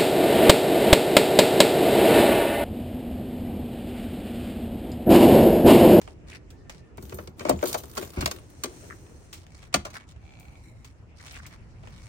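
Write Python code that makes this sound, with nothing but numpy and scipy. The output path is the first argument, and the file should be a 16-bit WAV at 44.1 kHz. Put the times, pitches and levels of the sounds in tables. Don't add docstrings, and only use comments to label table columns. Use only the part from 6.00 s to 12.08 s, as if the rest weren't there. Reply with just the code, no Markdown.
import sys
import numpy as np
from scipy import signal
from scipy.io import wavfile

SR = 44100
rng = np.random.default_rng(int(sys.argv[2]) if len(sys.argv) > 2 else 0)


def output_pcm(signal):
    pcm = np.clip(np.atleast_2d(signal).T, -1, 1) * 32767
    wavfile.write(sys.argv[1], SR, np.round(pcm).astype(np.int16))


N = 268128
TIME = np.arange(N) / SR
AGE = np.arange(int(.4 * SR)) / SR

REGISTER_EDGES = [40, 220, 900, 3000, 8000, 17000]
# f/Hz, coherence (0-1)
COHERENCE = [(30, .62), (70, .77), (130, .87), (400, .68), (900, .25), (2000, 0), (16000, 0)]
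# f/Hz, relative density/dB
OUTDOOR_SPECTRUM = [(15, -35), (25, 0.5), (92, 3), (161, -8), (463, -23.5), (677, -21), (911, -27.5),
                    (1440, -27.5), (1740, -30.5), (2220, -27.5), (3340, -58.5), (3920, -38.5), (8360, -45),
                    (11500, -57), (14400, -63.5), (16000, -75)]
# t/s, level/dB
RUMBLE_LEVEL = [(0, -46.5), (2.4, -48), (4.1, -48.5), (4.5, -46.5), (5.0, -48.5), (5.6, -44.5)]

# t/s, t60/s, level/dB, tilt/dB per register
GRIT_CRACKS = [(0.015, 0.018, -47, 0.5), (0.0754, 0.03, -51.5, -12.5), (0.5034, 0.039, -54, 4),
               (0.6954, 0.05, -41.5, -2), (3.3274, 0.11, -41, 4), (3.466, 0.012, -56, -3.5),
               (3.6278, .03, -52, -3.5), (4.161, .03, -63.5, -10), (4.398, 0.012, -63, 13),
               (4.845, 0.063, -49, 1), (5.261, 0.058, -47.5, -0.5), (5.323, 0.0066, -61, 12),
               (5.362, 0.052, -50, -3.5), (5.4639, 0.043, -48.5, 5), (5.832, 0.12, -60.5, -14),
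               (5.872, 0.028, -51.5, -8.5)]
# t/s, length/s, level/dB, treble gain/dB
SCUFFS = [(0.0, 0.15, -73, 12.5), (0.266, 0.12, -49, -2), (0.682, .14, -61, 1), (3.317, 0.16, -62, 2.5),
          (3.474, 0.23, -58, -2), (3.926, 0.063, -41, -2.5), (3.952, 0.11, -56, -12),
          (4.067, 0.071, -60, 2.5), (4.82, 0.12, -65, -1), (5.147, 0.29, -54.5, 2),
          (5.284, 0.12, -58.5, -8), (5.416, 0.085, -54, -4), (5.494, 0.077, -53.5, -6),
          (5.75, 1, -55, -2.5)]
# f/Hz, relative density/dB
SCUFF_SPECTRUM = [(290, -32.5), (500, -10), (919, -5), (1400, -4), (1750, -8.5), (2400, -10.5), (3300, -8),
                  (6000, -8.5), (9360, -15.5), (14200, -25.5), (16000, -29)]
# f/Hz, bandwidth/Hz, relative level/dB
SOLE_RESONANCES = [(1290, 280, -8), (1930, 100, -6.5), (2220, 83, -2), (4300, 400, -8.5), (5600, 140, -6.5),
                   (8650, 370, -6.5)]
# t/s, length/s, level/dB, centre f/Hz
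SOLE_CATCHES = [(0.302, 0.077, -48, 2180), (3.937, 0.046, -41, 1530), (5.193, 0.023, -51, 1690),
                (5.273, .018, -50, 2920), (5.32, 0.066, -47.5, 2300), (5.348, .026, -45.5, 1810),
                (5.386, 0.025, -48.5, 1420), (5.445, 0.025, -48, 1930), (5.5, 0.047, -56, 1920),
                (5.745, 0.074, -65.5, 2180)]

# t/s, rate/slips per s
CREAK_RATE = [(4.2, 90), (4.3, 69), (4.4, 52), (4.47, 35), (4.495, 13), (4.555, 13)]
# f/Hz, relative level/dB, t60/s
SLIP_MODES = [(808, -8, 0.05), (1400, -11, 0.012), (1850, -11, .015), (2340, -0.5, 0.034),
              (2600, -1, 0.012), (3450, -4, 0.009), (4150, -5, .011), (5930, -15, 0.01), (7450, -13, 0.012)]
# f/Hz, bandwidth/Hz, relative level/dB
RASP_RESONANCES = [(756, 130, 8), (2280, 300, 4), (4230, 380, -7), (6000, 420, -7)]
SQUEAL_RESONANCES = [(2320, 150, -0.5), (4200, 260, -8), (6050, 110, -10), (7750, 160, -8), (9240, 800, -5),
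                     (12300, 900, -7)]

# t/s, length/s, hiss/dB, steel/dB, panel drone/dB
HAND_PUSHES = [(0.996, 0.25, -62, -56.5, -50), (1.361, 0.3, -53, -69.5, -48),
               (1.604, 0.18, -42.5, -41, -44), (1.803, 0.13, -51.5, -55.5, -52),
               (1.943, 0.12, -40.5, -50.5, -47.5), (2.115, 0.25, -44.5, -64, -53)]
# t/s, level/dB
SWING_LEVEL = [(2.35, -59), (2.52, -55.5), (2.68, -48), (2.85, -47), (2.98, -53.5), (3.25, -56),
               (3.4, -57.5)]
# f/Hz, relative density/dB
SLIDE_SPECTRUM = [(410, 2), (700, -11), (1180, 2.5), (1680, -5), (4260, -4), (7590, -14), (9480, -6.5),
                  (11700, -14), (12600, -16), (13700, -4), (16000, -10)]
PANEL_SPECTRUM = [(90, 2.5), (180, -0.5), (290, 7.5), (400, 5.5), (600, -1), (900, -7), (1800, -20)]
# f/Hz, bandwidth/Hz, relative level/dB
LOCK_RESONANCES = [(4300, 150, -13.5), (5220, 240, -17), (6130, 110, -1.5), (7280, 79, -8),
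                   (9530, 150, -0.5), (13830, 210, 7), (15340, 660, -13.5)]
STAY_SLIDE_RESONANCES = [(1523, 1800, 2.5), (4230, 280, -8.5), (5910, 1400, 2.5), (7230, 130, -9),
                         (8300, 82, -2.5), (9040, 78, -5.5), (9000, 56, -22), (14100, 1100, -19)]
STAY_HIT_RESONANCES = [(1164, 46, 1.5), (1420, 41, -1), (2075, 60, -8), (2300, 200, -3.5),
                       (4060, 130, -4.5), (4466, 140, -3), (5350, 160, -9), (6060, 120, 1), (6570, 90, -10),
                       (8650, 240, -9.5), (9100, 150, -3)]
# t/s, t60/s, level/dB, tilt/dB per register
LOOSE_PARTS = [(0.9725, .012, -61, 11), (1.0125, .012, -66, 5), (1.053, 0.011, -56.5, 5),
               (1.095, 0.01, -49, 3.5), (1.591, 0.012, -49, -4), (1.612, 0.019, -51, -6),
               (1.695, .03, -45, 5), (1.914, 0.013, -57, 10), (1.952, .012, -53.5, 12),
               (2.051, .015, -72.5, -8), (2.3864, 0.0094, -57, -9), (2.5002, 0.026, -71, 15.5),
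               (3.0644, .025, -62, -8), (3.7265, 0.12, -45, -3.5)]
# t/s, peak level/dB
HINGE_SLIPS = [(2.901, -30), (2.907, -27), (2.920, -37.5), (2.926, -30.5)]
# t/s, level/dB
KEY_TOUCHES = [(1.025, -58), (1.145, -53), (1.573, -53), (1.672, -43), (1.778, -50), (2.022, -50)]
# f/Hz, relative level/dB
KEY_PARTIALS = [(6100, -6), (6980, -1), (8100, -5), (9580, -8), (13650, 4), (14100, -7)]
# t/s, f/Hz, level/dB, t60/s
CABIN_BOOM = [(2.176, 61, -17, 0.17)]
# f/Hz, relative level/dB, t60/s before added damping
BODY_MODES = [(65, -3, 0.48), (78.3, -2.5, 0.78), (129, -6, 0.14), (205.2, -3.5, 0.33), (279, 1, 0.1),
              (347.7, -7.5, 0.37), (373.8, -6, 0.38), (510, -13, 0.39), (547, -9, 0.13), (609, 7.5, 0.07),
              (715, 6, .07), (731.5, -12, 0.17), (824, -14.5, 0.25), (1116, 6, 0.092), (1433, -14, 0.032),
              (1530, -10, 0.13), (2160, 0, 0.13), (2303, 4, 0.096), (2550, -23, 0.09), (2480, -9, 0.28),
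              (3870, 0.5, 0.049), (4400, 0, 0.047), (4480, 4.5, 0.052), (5070, 4.5, 0.036),
              (5960, 0, 0.035), (6830, 5, 0.04), (8800, -0.5, 0.037), (9330, 1.5, 0.073),
              (13000, 22, 0.008), (14600, -23.5, 0.037)]
# t/s, chatter t60/s, knock f/Hz, thump/dB, knock/dB, clack/dB, steel/dB, steel tilt/dB per register
LOCK_IMPACTS = [(0.978, 0.025, 405, -37.5, -40, -48, -55, -12), (1.023, 0.04, 385, -36, -49, -55, -53, 8.5),
                (1.121, 0.028, 395, -32.5, -37.5, -43.5, -52, -11),
                (1.142, 0.033, 368, -42, -44, -58, -52.5, 16),
                (1.184, 0.052, 478, -41.5, -37.5, -38.5, -51, -10),
                (1.273, 0.015, 398, -39, -43.5, -63, -46.5, -3),
                (1.394, 0.013, 370, -50, -62, -67, -42.5, -5.5),
                (1.404, 0.073, 378, -38, -36, -59, -46, -12),
                (1.4495, 0.022, 554, -47, -25.5, -33, -42, -9),
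                (1.462, 0.095, 362, -31, -28.5, -40, -44, -8.5),
                (1.484, 0.073, 436, -32, -32, -35.5, -42, -12),
                (1.4925, 0.026, 582, -43, -14, -26, -28.5, 7),
                (1.5055, 0.034, 388, -25, -23.5, -34.5, -42.5, -12),
                (1.523, 0.07, 290, -26.5, -30.5, -48, -48, -4),
                (1.626, 0.016, 480, -50, -21, -34.5, -39.5, -7),
                (1.6345, 0.034, 472, -53, -24, -31.5, -49, 3), (1.6544, 0.034, 513, -60, -34, -58, -35, 5),
                (1.671, 0.14, 410, -42, -44, -57, -33, 10), (1.7284, 0.0084, 380, -41, -63, -66, -32.5, 6),
                (1.7412, 0.041, 697, -51, -25, -27.5, -31, 0.5), (1.778, 0.062, 400, -54, -56, -63, -41, 7),
                (1.8335, 0.026, 364, -55, -44.5, -46, -48.5, 6),
                (1.9682, 0.046, 520, -63, -45, -44, -37.5, -7),
                (1.9739, 0.039, 405, -55, -29, -31.5, -33, 1), (2.023, 0.039, 412, -37, -35, -42, -46, -9),
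                (2.102, 0.017, 350, -63, -49, -71, -50, 2.5), (2.169, 0.27, 354, -22.5, -30, -40, -45, -13),
                (2.2065, 0.045, 265, -45, -53, -43, -32, -1),
                (2.2207, 0.041, 363, -26, -29.5, -33, -46, -15.5),
                (2.2577, 0.017, 647, -41, -32.5, -32.5, -23, -1.5),
                (2.2737, 0.021, 610, -58, -34, -39, -36.5, 0),
                (2.311, 0.029, 494, -53, -39.5, -41.5, -32, 0.5)]
STAY_IMPACTS = [(2.6346, 0.033, 410, -65, -57, -55, -27.5, 1),
                (2.640, 0.029, 337, -46, -30, -41.5, -44, -2),
                (2.6545, 0.027, 335, -54, -36, -57, -42, -5.5),
                (3.7398, 0.029, 705, -28, -21, -27.5, -18.5, -3.5),
                (3.754, 0.042, 286, -32.5, -30.5, -31, -33, -2.5),
                (3.8490, 0.036, 666, -53, -38.5, -39, -39.5, -4.5),
                (3.8595, 0.089, 608, -54, -39, -42, -46.5, -4),
                (3.8991, 0.063, 297, -57, -58, -65, -50.5, -3)]


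def from_db(db):
    return 10 ** (np.asarray(db) / 20)


def rms_one(x):
    return x / np.sqrt(np.mean(x ** 2) + 1e-20)


def in_time(curve):
    return np.interp(TIME, *np.transpose(curve))


def at_hz(points, hz):
    freqs, values = np.transpose(points)
    return np.interp(np.log(hz), np.log(freqs), values)


def filtered(x, hz, kind, order):
    return signal.sosfilt(signal.butter(order, hz, kind, fs=SR, output="sos"), x + 1e-18)


def band(x, low, high, order=2):
    return filtered(x, [low, min(high, .45 * SR)], "band", order)


def decay(t60):
    return np.exp(-np.log(1000) * np.minimum(AGE / t60, 10))


def onset(rise_s):
    return 1 - np.exp(-(AGE / rise_s) ** 2)


def swell(s, length_s, edge=1):
    return np.abs(np.sin(np.pi * np.clip((TIME - s) / length_s, 0, 1))) ** edge


def add(track, s, sound):
    at = max(round(s * SR), 0)
    track[..., at:at + sound.shape[-1]] += sound[..., :N - at]


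def drift(hz):
    knot_hz = 200
    knots = rng.standard_normal(int(N / SR * knot_hz) + 400)
    pole = np.exp(-2 * np.pi * hz / knot_hz)
    slow = rms_one(signal.lfilter([1], [1, -2 * pole, pole * pole], knots)[398:])
    return np.interp(TIME * knot_hz, np.arange(len(slow)), slow)


def coloured_noise(spectrum, flicker_db, grain_db):
    out, edges = 0, 22 * 2 ** np.arange(0, 10, .5)
    grains = from_db(grain_db * np.minimum(rng.exponential(1, N // 8 + 1), 6)).repeat(8)[:N]
    white = rng.standard_normal((2, 2, N)) * grains
    for k, (low, high) in enumerate(zip(edges, edges[1:])):
        hz = np.sqrt(low * high)
        if hz < spectrum[0][0] / 2:
            continue
        mid, side = band(white[k % 2], low, high)
        coherence = at_hz(COHERENCE, hz)
        gain = from_db(at_hz(spectrum, hz) + flicker_db * drift(11))
        out += gain * (np.sqrt(1 + coherence) * mid + np.sqrt(1 - coherence) * side * [[1], [-1]])
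    return rms_one(out)


def resonate(x, resonances):
    out = 0
    for hz, width_hz, db in resonances:
        radius = np.exp(-np.pi * width_hz / SR)
        poles = [1, -2 * radius * np.cos(2 * np.pi * hz / SR), radius * radius]
        out += from_db(db) * rms_one(signal.lfilter([1, 0, -1], poles, x + 1e-18))
    return rms_one(out)


def rubbing(resonances, slips_per_s, spread_db):
    slips = rng.random(N) < slips_per_s / SR
    sizes = from_db(spread_db * np.minimum(rng.exponential(1, N), 3))
    return resonate(slips * sizes * np.clip(rng.standard_normal((2, N)), -1.5, 1.5), resonances)


def catches(per_s, t60, steady_db):
    at = np.cumsum(rng.uniform(.3, 1.7, int(2 * per_s * N / SR))) * SR / per_s
    at = at[at < N].astype(int)
    jumps = np.zeros(N)
    jumps[at] = from_db(rng.uniform(-12, 0, len(at)))
    relaxing = signal.lfilter([1], [1, -from_db(-60 / (t60 * SR))], jumps)
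    return rms_one(from_db(steady_db) + rms_one(relaxing))


def chatter(t60, tail_db, tail_t60, grain_db, rise_fraction):
    grain_sizes = np.clip(rng.standard_normal(len(AGE) // 32 + 1), -2, 2)
    grains = from_db(grain_db * grain_sizes).repeat(32)[:len(AGE)]
    envelope = grains * decay(t60) + from_db(tail_db) * decay(tail_t60)
    return rng.standard_normal((2, len(AGE))) * onset(rise_fraction * t60) * envelope


def at_energy(x, db):
    return from_db(db) * np.sqrt(.01 / AGE[-1]) * rms_one(x)


def burst(x, register, db):
    return at_energy(band(x, *REGISTER_EDGES[register:register + 2], order=3), db)


def arched(x, registers, db, tilt_db, arch_db):
    steps = np.array(registers) - np.mean(registers)
    return sum(burst(x, register, db + tilt_db * k - arch_db * k * k)
               for register, k in zip(registers, steps))


def driveway(x, wet_db, t60, top_hz):
    scatter = band(rng.standard_normal((2, len(AGE))), 120, top_hz, order=1) * onset(.0044) * decay(t60)
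    scatter /= np.sqrt(np.sum(scatter ** 2, axis=1, keepdims=True))
    return x + from_db(wet_db) * signal.fftconvolve(x, scatter, axes=1)[:, :N]


def traffic(hum_db=-54.5, fade_db_per_s=2.5):
    rumble = from_db(in_time(RUMBLE_LEVEL)) * coloured_noise(OUTDOOR_SPECTRUM, 2.5, grain_db=0)
    hum = rms_one(band(rng.standard_normal(N) + 1.1 * rng.standard_normal((2, N)), 210, 420))
    return rumble + from_db(hum_db - fade_db_per_s * TIME) * hum


def whistle(hz=1810, db=-67):
    arc = swell(.5, length_s=.46, edge=.4)
    pitch = hz * (1 - .08 * (1 - arc) + .014 * drift(40))
    phase = 2 * np.pi * np.cumsum(pitch) / SR
    flicker = .75 + .65 * drift(35)
    return from_db(db) * arc * flicker * (np.sin(phase) + from_db(-17) * np.sin(2 * phase))


def dry_contacts(rows):
    out = np.zeros((2, N))
    for s, t60, db, tilt_db in rows:
        crack = chatter(t60, tail_db=-12.5, tail_t60=.22, grain_db=-1.5, rise_fraction=.011)
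        add(out, s, arched(crack, (1, 2, 3, 4), db, tilt_db, arch_db=3.5))
    return out


def shoes(treble_hz=2850):
    drag = coloured_noise(SCUFF_SPECTRUM, flicker_db=2.5, grain_db=2)
    crunch = rubbing(SOLE_RESONANCES, slips_per_s=1000, spread_db=4.2)
    clumps = catches(per_s=110, t60=.022, steady_db=-6)
    scrape = clumps * (from_db(1.5) * drag + from_db(-2) * crunch)
    dull, bright = (filtered(scrape, treble_hz, kind, order=3) for kind in ("low", "high"))
    return sum(from_db(db) * swell(s, length_s) * (dull + from_db(treble_db) * bright)
               for s, length_s, db, treble_db in SCUFFS)


def sole_rasps(band_ratio=1.26):
    grains = rng.standard_normal((2, N)) * catches(per_s=260, t60=.009, steady_db=-14)
    out = np.zeros((2, N))
    for s, length_s, db, hz in SOLE_CATCHES:
        rolling = rms_one(band(grains, hz / band_ratio, hz * band_ratio))
        out += from_db(db) * swell(s, length_s, edge=.87) * rolling
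    return out


def creak(db=-50, rise_s=.1, sag_oct_per_s=.065):
    out = np.zeros((2, N))
    start, end = CREAK_RATE[0][0], CREAK_RATE[-1][0]
    rate = in_time(CREAK_RATE) * (TIME > start) * (TIME < end)
    slips_left = np.cumsum(rate[::-1])[::-1] / SR
    age = AGE[:SR // 10]
    for at in np.flatnonzero(np.diff(np.ceil(slips_left))):
        since = TIME[at] - start
        slip = 0
        for hz, mode_db, t60 in SLIP_MODES:
            pitch = hz * 2 ** (-sag_oct_per_s * since) * rng.normal(1, .008)
            phase = 2 * np.pi * (pitch * age + rng.random((2, 1)))
            slip += from_db(mode_db - 60 * age / t60) * np.sin(phase)
        add(out, TIME[at], from_db(db) * min(since / rise_s, 1) * slip)
    return driveway(out, wet_db=-12, t60=.16, top_hz=9000)


def creak_rasp(db=-60.5):
    rasp = rubbing(RASP_RESONANCES, slips_per_s=4400, spread_db=-1.5)
    return from_db(db) * swell(4.19, length_s=.44, edge=.31) * rasp


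def squeal(s=4.43, db=-63.5, sag_oct_per_s=.32):
    speed = 2 ** (-sag_oct_per_s * np.maximum(TIME - s, 0))
    ringing = rubbing(SQUEAL_RESONANCES, slips_per_s=2900, spread_db=2)
    tones = np.array([np.interp(np.cumsum(speed) / SR, TIME, x) for x in ringing])
    return from_db(db + 2.7 * drift(20)) * swell(s, length_s=.41, edge=.27) * tones


def push(s, length_s, attack_s=.039, release_t60=.22):
    release = from_db(-60 * np.clip((TIME - s - length_s) / release_t60, 0, 2))
    return np.clip((TIME - s) / attack_s, 0, 1) * release


def door_friction():
    sliding, ringing, pressing = sum(from_db(levels_db)[:, None] * push(s, length_s)
                                     for s, length_s, *levels_db in HAND_PUSHES)
    swing = from_db(in_time(SWING_LEVEL)) * (TIME > SWING_LEVEL[0][0]) * (TIME < SWING_LEVEL[-1][0])
    hiss = coloured_noise(SLIDE_SPECTRUM, flicker_db=3, grain_db=3)
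    catching = catches(per_s=45, t60=.06, steady_db=-4)
    steel = rubbing(LOCK_RESONANCES, slips_per_s=700, spread_db=2.5)
    lock = catching * (from_db(-4.5) * sliding * hiss + from_db(-2) * ringing * steel)
    guide = band(rubbing(STAY_SLIDE_RESONANCES, slips_per_s=8100, spread_db=-8), 200, 10300, order=4)
    stay = swing * (from_db(-17) * swing / swing.max() * hiss + from_db(-6.5) * guide)
    to_left = from_db([[2], [-2]])
    drone = to_left * coloured_noise(PANEL_SPECTRUM, flicker_db=3, grain_db=3.5)
    return lock + stay + (pressing + from_db(-3) * swing) * drone


def hinge_ticks():
    out = np.zeros((2, N))
    for s, db in HINGE_SLIPS:
        envelope = decay(.005) + from_db(-24) * decay(.1)
        tick = band(rng.standard_normal((2, len(AGE))) * envelope, 1180, 1950, order=3)
        add(out, s, from_db(db) * tick / np.abs(tick).max())
    return out


def keys(t60=.2):
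    out = np.zeros((2, N))
    for s, db in KEY_TOUCHES:
        ring = 0
        for hz, mode_db in KEY_PARTIALS:
            strength = from_db(mode_db + rng.uniform(-4, 4))
            ring += strength * np.sin(2 * np.pi * (hz * AGE + rng.random((2, 1))))
        add(out, s, from_db(db) * ring * decay(t60))
    return out


def seal():
    out = np.zeros((2, N))
    for s, hz, db, t60 in CABIN_BOOM:
        add(out, s, from_db(db) * np.sin(2 * np.pi * hz * AGE) * onset(.0037) * decay(t60))
    return out


def part_ring(t60, low_hz=992.5, high_hz=14720, count=16):
    hz = low_hz * (high_hz / low_hz) ** ((np.arange(count) + rng.random(count)) / count)
    phases = rng.random((2, count, 1))
    return np.sin(2 * np.pi * (hz[:, None] * AGE + phases)).sum(axis=1) * decay(t60) * onset(.009)


def housing_clack(chatter_t60):
    blow = rng.standard_normal((2, len(AGE))) * onset(.0011) * decay(1.35 * chatter_t60)
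    return band(blow, 680, 1450)


def skin_knock(hz, t60, ringing, contact, stretch=.076, settle_s=.0035):
    cycles = np.cumsum(hz * (1 + stretch * np.exp(-AGE / settle_s))) / SR
    flex = np.sin(2 * np.pi * cycles) * onset(.0011) * decay(1.1 * t60)
    nearby = band(ringing, .73 * hz, 1.26 * hz)
    return rms_one(flex) + rms_one(nearby) + from_db(-.5) * rms_one(band(contact, 180, 990))


def shell_thump(knock_hz, strengths, modes, shudder_low_hz):
    reach = np.exp(-np.log2(np.array(BODY_MODES)[:, 0] / (.3 * knock_hz)) ** 2)
    shell = ((strengths * reach) @ modes).real * onset(.012)
    shudder = band(rng.standard_normal(len(AGE)), shudder_low_hz, 520) * onset(.0028) * decay(.14)
    return rms_one(shell) + from_db(4) * rms_one(shudder)


def from_left(x, lag_s, pan_db):
    delayed = np.interp(AGE - lag_s, AGE, x, left=0)
    return np.array([x * from_db(pan_db), delayed * from_db(-pan_db)])


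def door_impacts(rows, resonances, resonance_db, body_db, tail_db, shudder_low_hz, lag_s, pan_db):
    out = np.zeros((2, N))
    trim_t60, grease_t60 = .42, .13
    skin_delay_s = .001985
    modes = decay(trim_t60) * np.array([from_db(db) * decay(t60) * np.exp(2j * np.pi * hz * AGE)
                                        for hz, db, t60 in BODY_MODES])
    for s, t60, knock_hz, thump_db, knock_db, clack_db, steel_db, tilt_db in rows:
        sizes = from_db(2 * rng.standard_normal((2, len(modes))))
        strengths = sizes * np.exp(2j * np.pi * rng.random(sizes.shape))
        ringing = (strengths @ modes).real * onset(.0016)
        contact = chatter(t60, tail_db, tail_t60=.12, grain_db=3, rise_fraction=.06)
        steel = rms_one(contact) + from_db(-4) * rms_one(part_ring(t60))
        steel += from_db(resonance_db) * resonate(contact, resonances)
        steel += from_db(body_db) * rms_one(ringing * decay(grease_t60))
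        knock = burst(skin_knock(knock_hz, t60, ringing[0], contact[0]), 1, knock_db)
        thump = burst(shell_thump(knock_hz, strengths[1], modes, shudder_low_hz), 0, thump_db)
        clack = at_energy(housing_clack(t60), clack_db)
        add(out, s, arched(steel, (2, 3, 4), steel_db, tilt_db, arch_db=4.5))
        add(out, s + skin_delay_s, clack + from_left(knock, lag_s, pan_db) + thump)
    return out


def scene():
    lock = door_impacts(LOCK_IMPACTS, LOCK_RESONANCES, resonance_db=-21, body_db=-1, tail_db=-24,
                        shudder_low_hz=62, lag_s=.0004, pan_db=3.4)
    stay = door_impacts(STAY_IMPACTS, STAY_HIT_RESONANCES, resonance_db=-5, body_db=-17, tail_db=-36,
                        shudder_low_hz=125, lag_s=.00024, pan_db=1.6)
    door = lock + stay + keys() + seal() + hinge_ticks() + dry_contacts(LOOSE_PARTS) + door_friction()
    feet = shoes() + dry_contacts(GRIT_CRACKS) + sole_rasps()
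    near = driveway(door + feet, wet_db=-19.5, t60=.21, top_hz=5780)
    return near + creak() + creak_rasp() + squeal() + traffic() + whistle()


def record(dry, widening=.075, notch_db=-17, cutoff_hz=15900):
    left, right = filtered(dry, 44, "high", order=3)
    mid, side = (left + right) / 2, (left - right) / 2
    mid -= widening * band(mid, 930, 2320, order=1)
    side += widening * band(side, 930, 2320, order=1)
    notched = filtered(mid, [10300, 12900], "bandstop", order=2)
    mid = notched + from_db(notch_db) * (mid - notched)
    side = filtered(side, 13000, "low", order=4)
    top_cut = signal.ellip(10, .3, 80, cutoff_hz, fs=SR, output="sos")
    return signal.sosfilt(top_cut, np.array([mid + side, mid - side]))


dry = scene()
out = record(dry)
output_pcm(out)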